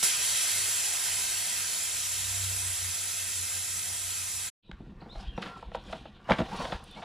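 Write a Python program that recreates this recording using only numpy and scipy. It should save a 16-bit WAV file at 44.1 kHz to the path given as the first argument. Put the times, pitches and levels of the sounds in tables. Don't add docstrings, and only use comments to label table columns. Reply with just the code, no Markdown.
import sys
import numpy as np
from scipy import signal
from scipy.fft import rfft, irfft, next_fast_len
from scipy.io import wavfile
from scipy.ndimage import uniform_filter1d, map_coordinates

SR = 44100
rng = np.random.default_rng(int(sys.argv[2]) if len(sys.argv) > 2 else 0)


def generate_wav(signal):
    frames = np.transpose(np.atleast_2d(signal))
    scaled = np.clip(frames, -1, 1) * 32767
    pcm = np.round(scaled).astype(np.int16)
    wavfile.write(sys.argv[1], SR, pcm)


N = 310464

# t/s, jet level/dB, low band re jet/dB, middle band re jet/dB
JET_COURSE = [(0.03, -24, -16, -4.5), (0.04, -20.5, -19, -11.5), (0.11, -29.5, -10.5, -1.5),
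              (0.18, -30, -11.5, -4.5), (0.25, -27.5, -14, -5.5), (1.59, -31, -14.5, -6.5),
              (4.36, -33.5, -16, -8.5), (4.48, -35, -15, -7.5)]
# f/Hz, level per Hz/dB
JET_SPECTRUM = [(150, -62.5), (250, -24.5), (777, -13), (1070, -18), (1560, -6.5), (1690, -7.5), (2110, -8),
                (2860, -10.5), (3170, -8), (4840, -6.5), (7640, -3.5), (8750, -1.5), (10200, -3),
                (14300, -11.5), (15100, -76.5)]
# f/Hz, width/Hz, lift/dB
JET_LIFTS = [(1620, 110, -3), (2110, 90, -1), (2434, 220, 6), (3010, 90, 7), (3760, 87, 2.5), (4400, 36, 4),
             (5240, 100, 0), (5730, 140, 2.5), (6370, 150, 4.5), (7010, 180, 7), (7660, 240, 4.5),
             (8510, 100, 0.5), (9230, 430, 1), (10020, 230, 3), (10650, 310, 2.5)]
# f/Hz, correlation/1
STEREO_LIKENESS = [(60, 0.82), (300, 0.88), (800, 0.69), (1500, 0.23), (2000, 1), (3800, 1), (4700, 0.7),
                   (6000, 0.56), (9000, 0.7), (14000, 0.85)]
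# f/Hz, left minus right/dB
STEREO_LEVELS = [(60, -1), (99, -3), (160, -3), (270, -0.5), (450, -1.5), (740, -1), (1220, 0.5),
                 (2010, -1), (3330, 0), (5500, 1), (9080, -3), (15000, 1.5)]
# f/Hz, lead of left/rad
STEREO_PHASES = [(60, 0.86), (4600, 0), (5200, -0.3), (7000, -1), (8200, -1.5), (14000, -2)]
# delay/s, gain at left/1, gain at right/1
NEAR_ECHOES = [(.00034, -0.11, -0.11), (.00045, -0.098, -0.23), (.00129, -0.012, -0.19),
               (.00141, -0.07, 0.038), (.00152, 0.027, 0.23), (.00166, -0.11, -0.2), (.00193, .09, -0.0034),
               (.00351, -0.077, -0.033), (.00517, 0.11, 0.045)]
# f/Hz, width/Hz, level/dB
CASING_MODES = [(137, 79, -5.5), (201.7, 38.4, 2), (348, 71, -7)]
# f/Hz, width/Hz, level/dB
RIM_MODES = [(483, 48, 2), (666, 99, 4), (788, 71, 5), (884, 155, 2.5), (1163, 200, -5.5), (1334, 67, -0.5),
             (1960, 110, -14.5)]
# start/s, peak/s, end/s, rubber drag/dB, knob rasp/dB, casing flex/dB (levels at the peak)
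TYRE_PULLS = [(4.792, 4.83, 4.98, -74, -87, -42), (4.984, 5.007, 5.523, -57.5, -83, -51),
              (5.105, 5.207, 5.3, -56, -56, -65), (5.337, 5.379, 5.598, -52, -62.5, -55),
              (5.417, 5.42, 5.45, -59, -47.5, -54), (5.44, 5.461, 5.55, -45.5, -54.5, -53),
              (5.555, 5.573, 5.65, -57, -62, -68), (5.737, 5.756, 5.77, -49, -51.5, -60),
              (5.795, 5.92, 6.06, -50, -54.5, -50.5), (6.282, 6.307, 6.37, -36.5, -46, -50),
              (6.373, 6.39, 6.43, -40, -48.5, -48), (6.414, 6.628, 6.74, -36.5, -45, -40.5),
              (6.652, 6.731, 6.79, -46, -50.5, -56), (6.765, 6.876, 7.11, -65, -60, -73),
              (6.937, 6.98, 7.1, -52.5, -58.5, -53)]
# f/Hz, level per Hz/dB
RASP_SPECTRUM = [(1500, -36), (3000, 0.5), (4500, -2), (6500, -10.5), (10000, -17), (11500, -25.5),
                 (15000, -52)]
# t/s, level/dB
BAND_NOISE_COURSE = [(4.63, -62), (4.69, -64), (4.76, -73), (4.84, -76), (5.08, -77), (5.24, -59.5),
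                     (5.66, -63.5), (5.94, -55), (6.3, -74.5), (6.46, -53.5), (6.6, -53), (6.76, -58),
                     (7.04, -63)]
# t/s, rim/dB, casing/dB, snap/dB, T60/s
CONTACTS = [(4.691, -48, -37.5, -72, 0.024), (4.7143, -42.5, -58, -35.5, 0.008),
            (4.804, -51, -37.5, -66, 0.015), (4.864, -56, -45.5, -76, 0.025),
            (4.92, -57, -43.5, -73.5, 0.017), (5.015, -37.5, -38, -52.5, 0.061),
            (5.055, -45.5, -44.5, -68, 0.052), (5.152, -37.5, -46, -51, 0.044),
            (5.377, -26, -35.5, -40, 0.023), (5.422, -34, -54, -29, 0.061), (5.457, -39, -41, -34.5, 0.13),
            (5.626, -35, -55, -53, 0.022), (5.717, -35.5, -51, -53, 0.011),
            (5.747, -23.5, -52, -36.5, 0.028), (5.897, -41, -51, -53, 0.015),
            (5.926, -27, -39, -34.5, 0.045), (6.054, -34.5, -45, -51, 0.027), (6.289, -22, -34, -43, 0.03),
            (6.297, -18, -28, -33.5, 0.018), (6.305, -10.5, -17, -24.5, 0.036),
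            (6.319, -18.5, -25, -20.5, 0.013), (6.325, -34, -27, -26, 0.059),
            (6.384, -19, -26, -28, 0.0474), (6.401, -18, -25, -39, .02), (6.414, -28, -26, -35, 0.034),
            (6.522, -34, -40, -44, 0.059), (6.6, -23.5, -32.5, -48, 0.036), (6.641, -28, -34.5, -36, 0.054),
            (6.652, -30, -49, -35, 0.022), (6.72, -19.5, -34, -28.5, 0.04), (6.955, -30.5, -37, -56, 0.2),
            (7.016, -27, -53, -35, 0.22)]
# f/Hz, gain/dB
SNAP_SPECTRUM = [(700, -23), (1200, 7.5), (2000, 3), (3500, 1), (4500, -10.5), (5500, -18), (8000, -33),
                 (11500, -55), (15000, -79)]
# t/s, initial level/dB, f/Hz
TICK_EVENTS = [(5.826, -57, 4000), (5.839, -52, 5500), (6.244, -56, 4800), (6.567, -42, 10300),
               (6.841, -42, 9500), (6.913, -46.5, 9600)]
# start/s, end/s, start f/Hz, end f/Hz, mean level/dB
SQUEAK_TONES = [(5.46, 5.6, 1370, 1360, -47), (6.515, 6.55, 820, 1000, -36.5),
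                (6.63, 6.69, 3800, 3500, -54), (6.955, 7.0, 2100, 2370, -52.5)]
# t/s, peak level/dB, f/Hz, sign (push positive, suck negative)
AIR_PUFFS = [(4.73, -39, 55, -1), (5.165, -32.5, 39, -1), (5.276, -29, 50.6, -1), (5.345, -37, 50.4, 1),
             (5.666, -36.5, 55.4, 1), (5.895, -39, 51.3, -1.214), (6.31, -29, 61.4, -1), (6.42, -34, 60, 1),
             (6.63, -40, 49.63, 1), (6.745, -31.5, 55.6, -1)]
# t/s, level/dB
GUST_COURSE = [(4.75, -55), (4.85, -53), (5.3, -49), (5.5, -61), (5.75, -46.5), (6.1, -57), (6.7, -50),
               (7.04, -60)]
# f/Hz, level per Hz/dB
GUST_SPECTRUM = [(12, -40), (20, 1.5), (52, 0.5), (91, -7), (130, -6), (170, -21), (290, -120)]
# start/s, end/s, start f/Hz, end f/Hz, mean level/dB
BIRD_NOTES = [(4.63, 4.7, 4050, 3700, -61.5), (5.004, 5.017, 3670, 4900, -56),
              (5.092, 5.14, 3470, 4450, -50), (5.187, 5.215, 4400, 5430, -57),
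              (5.268, 5.323, 3280, 3160, -51.5), (5.315, 5.365, 2960, 2660, -57),
              (5.36, 5.388, 5600, 5760, -65), (6.241, 6.27, 2752, 2980, -58), (6.58, 6.62, 4420, 4460, -49),
              (6.904, 6.928, 3590, 3460, -53)]
# t/s, firing f/Hz, level/dB, level of a second tone just below/dB
ENGINE_COURSE = [(0, 95.3, -74, -73), (.32, 96.9, -61, -63.5), (.45, 97.8, -64, -70), (.65, 97, -52.5, -64),
                 (.85, 94.9, -75, -87), (1.15, 95.6, -55, -69), (1.6, 96, -65, -58), (1.8, 95.5, -66, -68),
                 (2.05, 95.4, -56.5, -80), (2.45, 94.6, -38.5, -62), (2.7, 93.4, -47.5, -50),
                 (2.9, 93, -52.5, -46), (3.05, 94, -56, -69), (3.4, 93.6, -53, -50.5),
                 (3.7, 94.2, -56.5, -57), (4.0, 93.1, -51.5, -60), (4.5, 93, -57, -60)]
# f/Hz, level per Hz/dB
TRAFFIC_SPECTRUM = [(13, -41), (22, -4.5), (87, 4.5), (135, 0), (208, -3.5), (278, -9), (433, -13.5),
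                    (500, -16), (650, -36), (1100, -120)]
# f/Hz, T60/s
YARD_DECAY = [(200, 0.12), (2000, 0.25), (10000, 0.12)]
# t/s, gain/1
FADE_COURSE = [(0, 1), (4.482, 1), (4.502, 0), (4.625, 0), (4.72, 1), (7.04, 1)]

OPEN_S, LEAK_DB, POP_DB = .028, -9, -30.5
REST_DRAG_DB, REST_RASP_DB, REST_FLEX_DB = -65, -77, -58
ENDS_DB = np.array([-15, -17, -13])
RASP_PATCH_DB = 2
CASING_DRIVE_DB, RIM_DRIVE_DB, EDGE_DRIVE_DB = 25, 12, 6
TICK_T60_S = .006
BEAT_S, BEAT_HZ, BEAT_HZ_PER_S = 3.41, 5.75, .8
LOWER_DB = -9.5
TRAFFIC_DB, TRAFFIC_DB_PER_S = -58.5, -0.37
NEAR_START_S, TOP_HZ = 4.56, 15700


def valve_jet():
    def colour(hz):
        lift = sum(db * np.exp(-((hz - c) / w) ** 2) for c, w, db in JET_LIFTS)
        return amp(along(JET_SPECTRUM, hz) + lift)

    def below(hz, edge_hz):
        return 1 / (1 + (hz / edge_hz) ** 6)

    jet_db, low_db, middle_db = curves(JET_COURSE)
    age = np.arange(SR // 10) / SR
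    tail = amp(-26.0 - 60 * age / 0.075) * (age > .003) * rng.standard_normal(len(age))
    low = spread(lambda hz: colour(hz) * np.sqrt(below(hz, 2080)), tail)
    middle = spread(lambda hz: colour(hz) * np.sqrt((1 - below(hz, 2140)) * below(hz, 5100)), tail)
    high = spread(lambda hz: colour(hz) * np.sqrt(1 - below(hz, 4800)), tail)
    bands = amp(-1.0) * high + amp(middle_db) * middle + amp(low_db) * low
    leaking = np.arange(N) / SR < OPEN_S
    flutter = amp(0.26 * wobble(29.97) + 0.39 * wobble(400) + LEAK_DB * leaking)
    return flutter * amp(jet_db) * bands


def valve_pop():
    age = np.arange(N) / SR - OPEN_S
    spectrum = [(50, -44.5), (120, -2.0), (400, -9.5), (3000, -12.5), (6000, -29)]
    return amp(POP_DB - 60 * np.abs(age) / 0.049) * (age > 0) * coloured(rng.standard_normal(N), spectrum)


def spread(colour, tail):
    def channels(hz):
        turn = np.arccos(np.clip(along(STEREO_LIKENESS, hz), -1, 1)) / 2
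        half = amp(along(STEREO_LEVELS, hz) / 2) * np.exp(.5j * along(STEREO_PHASES, hz))
        echoes = sum(np.outer(gains, np.exp(-2j * np.pi * hz * s)) for s, *gains in NEAR_ECHOES)
        left, right = 1 + echoes
        ripple = rfft(tail, 2 * len(hz) - 2) / (1 + hz / 6000)
        shape = colour(hz) * (1 + ripple)
        left, right = left * half * shape, right / half * shape
        return np.array([[np.cos(turn) * left, np.sin(turn) * left],
                         [np.cos(turn) * right, -np.sin(turn) * right]])
    return unit(filtered(patchy(depth_db=1.5), channels).sum(axis=1))


def rubbing():
    drag_gain, rasp_gain, flex_gain = pulls()
    flex = np.hypot(flex_gain, amp(REST_FLEX_DB)) * unit(filtered(gritty(depth_db=4.0, rate=44), casing))
    slips = amp(2.1 * wobble(77)) * patchy(depth_db=3)[0]
    rubber = coloured(slips, [(200, -16.5), (450, 0.5), (1300, -4), (2500, -9), (5000, -39.5)])
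    drag = np.hypot(drag_gain, amp(REST_DRAG_DB)) * unit(unit(filtered(slips, rim)) + 0.88 * rubber)
    streaks = amp(1.5 * wobble(170)) * patchy(depth_db=RASP_PATCH_DB)[0]
    rasp = np.hypot(rasp_gain, amp(REST_RASP_DB)) * coloured(streaks, RASP_SPECTRUM)
    return flex + drag + rasp


def pulls():
    t = np.arange(N) / SR
    gains = np.zeros((3, N))
    for start, peak, end, *levels_db in TYRE_PULLS:
        away = np.maximum((peak - t) / (peak - start), (t - peak) / (end - peak))
        gains += amp(np.array(levels_db)[:, None] + np.outer(ENDS_DB, away))
    return gains


def band_noise():
    spectrum = [(1800, -66), (2400, -6.5), (3000, -4), (3700, -5), (4300, -12), (5200, -28), (6500, -56.5)]
    return amp(curves(BAND_NOISE_COURSE)[0]) * coloured(gritty(depth_db=3.5, rate=25), spectrum)


def knocks():
    soft, firm, hard = np.zeros((3, N + SR))
    t = np.arange(SR // 4) / SR
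    drive = amp([CASING_DRIVE_DB, RIM_DRIVE_DB, EDGE_DRIVE_DB])[:, None]
    for s, rim_db, casing_db, snap_db, t60 in CONTACTS:
        t60 = max(t60, .003)
        envelope = amp(-60 * t / t60) * (1 - np.exp(-t / (0.061 * t60)))
        burst = envelope * rng.standard_normal((3, len(t))) * np.sqrt(0.067 / t60)
        burst[:, round(.05 * t60 * SR)] = np.array([16, 9, 3]) * min(1, 0.024 / t60)
        burst = burst * drive
        at = round(s * SR)
        soft[at:at + len(t)] += amp(casing_db) * burst[0]
        firm[at:at + len(t)] += amp(rim_db) * burst[1]
        hard[at:at + len(t)] += amp(snap_db) * burst[2]
    snap = filtered(hard[:N], lambda hz: amp(along(SNAP_SPECTRUM, hz)))
    return filtered(soft[:N], casing) + filtered(firm[:N], rim) + snap


def rim(hz):
    return modes(RIM_MODES)(hz) / (1 + 1j * hz / 2500) ** 2


def casing(hz):
    return modes(CASING_MODES)(hz) / (1 + 1j * hz / 600) ** 2


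def ticks():
    out, t = np.zeros(N + SR), np.arange(SR // 50) / SR
    for s, db, hz in TICK_EVENTS:
        grain = np.sin(2 * np.pi * hz * t) + .3 * rng.standard_normal(len(t))
        out[round(s * SR):][:len(t)] += amp(db - 60 * t / TICK_T60_S) * grain
    return out[:N]


def squeaks():
    return sum(whistle(*tone, rough=0.023) for tone in SQUEAK_TONES)


def puffs():
    out, t = np.zeros(N), np.arange(N) / SR
    for s, db, hz, sign in AIR_PUFFS:
        cycles = (t - s) * hz
        envelope = np.exp(-(cycles - .6) ** 2 / 0.51)
        out += np.sign(sign) * amp(db) * envelope * np.sin(2 * np.pi * cycles - 1.5)
    return out


def gusts():
    return amp(curves(GUST_COURSE)[0]) * coloured(rng.standard_normal(N), GUST_SPECTRUM)


def bird_notes():
    return sum(whistle(*note, rough=0.0087) for note in BIRD_NOTES)


def engine():
    hz, level_db, second_db = curves(ENGINE_COURSE)
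    turn = 2 * np.pi * np.cumsum(hz) / SR
    since = np.arange(N) / SR - BEAT_S
    beat = 2 * np.pi * since * (BEAT_HZ + BEAT_HZ_PER_S * since / 2)
    hum = np.sqrt(2) * (amp(level_db) * np.sin(turn) + amp(second_db) * np.sin(turn - beat))
    lower = amp(level_db + LOWER_DB + 2.7 * wobble(6.6)) * np.sin(turn * 2 / 3 + 2.5 * wobble(3.1))
    return hum + lower


def traffic():
    level_db = TRAFFIC_DB + TRAFFIC_DB_PER_S * np.arange(N) / SR
    return amp(level_db) * spread(lambda hz: amp(along(TRAFFIC_SPECTRUM, hz)), np.zeros(1))


def yard(x):
    hz, t, z = signal.stft(rng.standard_normal(SR // 2), SR, nperseg=256)
    decay = amp(-60 * t / along(YARD_DECAY, hz)[:, None])
    answer = signal.istft(z * decay, SR, nperseg=256)[1]
    late = np.pad(x, (500, 0))
    return signal.fftconvolve(late, answer / np.linalg.norm(answer))[:N]


def amp(db):
    return 10 ** (np.asarray(db) / 20)


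def unit(x):
    return x / np.sqrt(np.mean(x ** 2) + 1e-20)


def along(points, hz):
    f, v = np.transpose(points)
    return np.interp(np.log(hz + 1), np.log(f + 1), v)


def curves(rows):
    s, *cols = np.transpose(rows)
    return [np.interp(np.arange(N) / SR, s, c) for c in cols]


def wobble(rate):
    knots = rng.standard_normal(int(N * rate / SR) + 4)
    return map_coordinates(knots, [np.arange(N) * rate / SR])


def filtered(x, response):
    m = next_fast_len(N + SR // 2)
    return irfft(rfft(x, m) * response(np.fft.rfftfreq(m, 1 / SR)), m)[..., :N]


def modes(table):
    def response(f):
        return sum((-1) ** k * amp(db) * 1j * f * w / (c * c - f * f + 1j * f * w)
                   for k, (c, w, db) in enumerate(table))
    return response


def coloured(x, spectrum):
    return unit(filtered(x, lambda hz: amp(along(spectrum, hz))))


def gritty(depth_db, rate):
    return amp(depth_db * wobble(rate)) * rng.standard_normal(N)


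def patchy(depth_db):
    z = signal.stft(rng.standard_normal((2, N)), nperseg=512)[2]
    across = uniform_filter1d(rng.standard_normal(z.shape[1:]), size=3, axis=0)
    field = uniform_filter1d(across, size=16, axis=1)
    return signal.istft(z * amp(depth_db * unit(field)), nperseg=512)[1][:, :N]


def whistle(start, end, hz0, hz1, db, rough):
    out, t = np.zeros(N), np.arange(round((end - start) * SR)) / SR
    hz = np.linspace(hz0, hz1, len(t)) * (1 + rough * wobble(397)[:len(t)])
    arch = np.abs(np.sin(np.pi * t / t[-1])) ** .5
    shape = amp(db + 1.9 * wobble(203)[:len(t)]) * arch
    out[round(start * SR):][:len(t)] = shape * np.sin(2 * np.pi * np.cumsum(hz) / SR)
    return out


def scene():
    first = valve_jet() + valve_pop() + engine() + traffic()
    hits = knocks() + ticks() + squeaks()
    notes = bird_notes()
    near = hits + amp(-12.0) * yard(hits) + rubbing() + band_noise() + puffs() + gusts()
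    near = near + notes + amp(-2.5) * yard(notes)
    return np.where(np.arange(N) < NEAR_START_S * SR, first, near)


def record(dry):
    return filtered(dry * curves(FADE_COURSE)[0], lambda hz: hz < TOP_HZ)


dry = scene()
out = record(dry)
generate_wav(out)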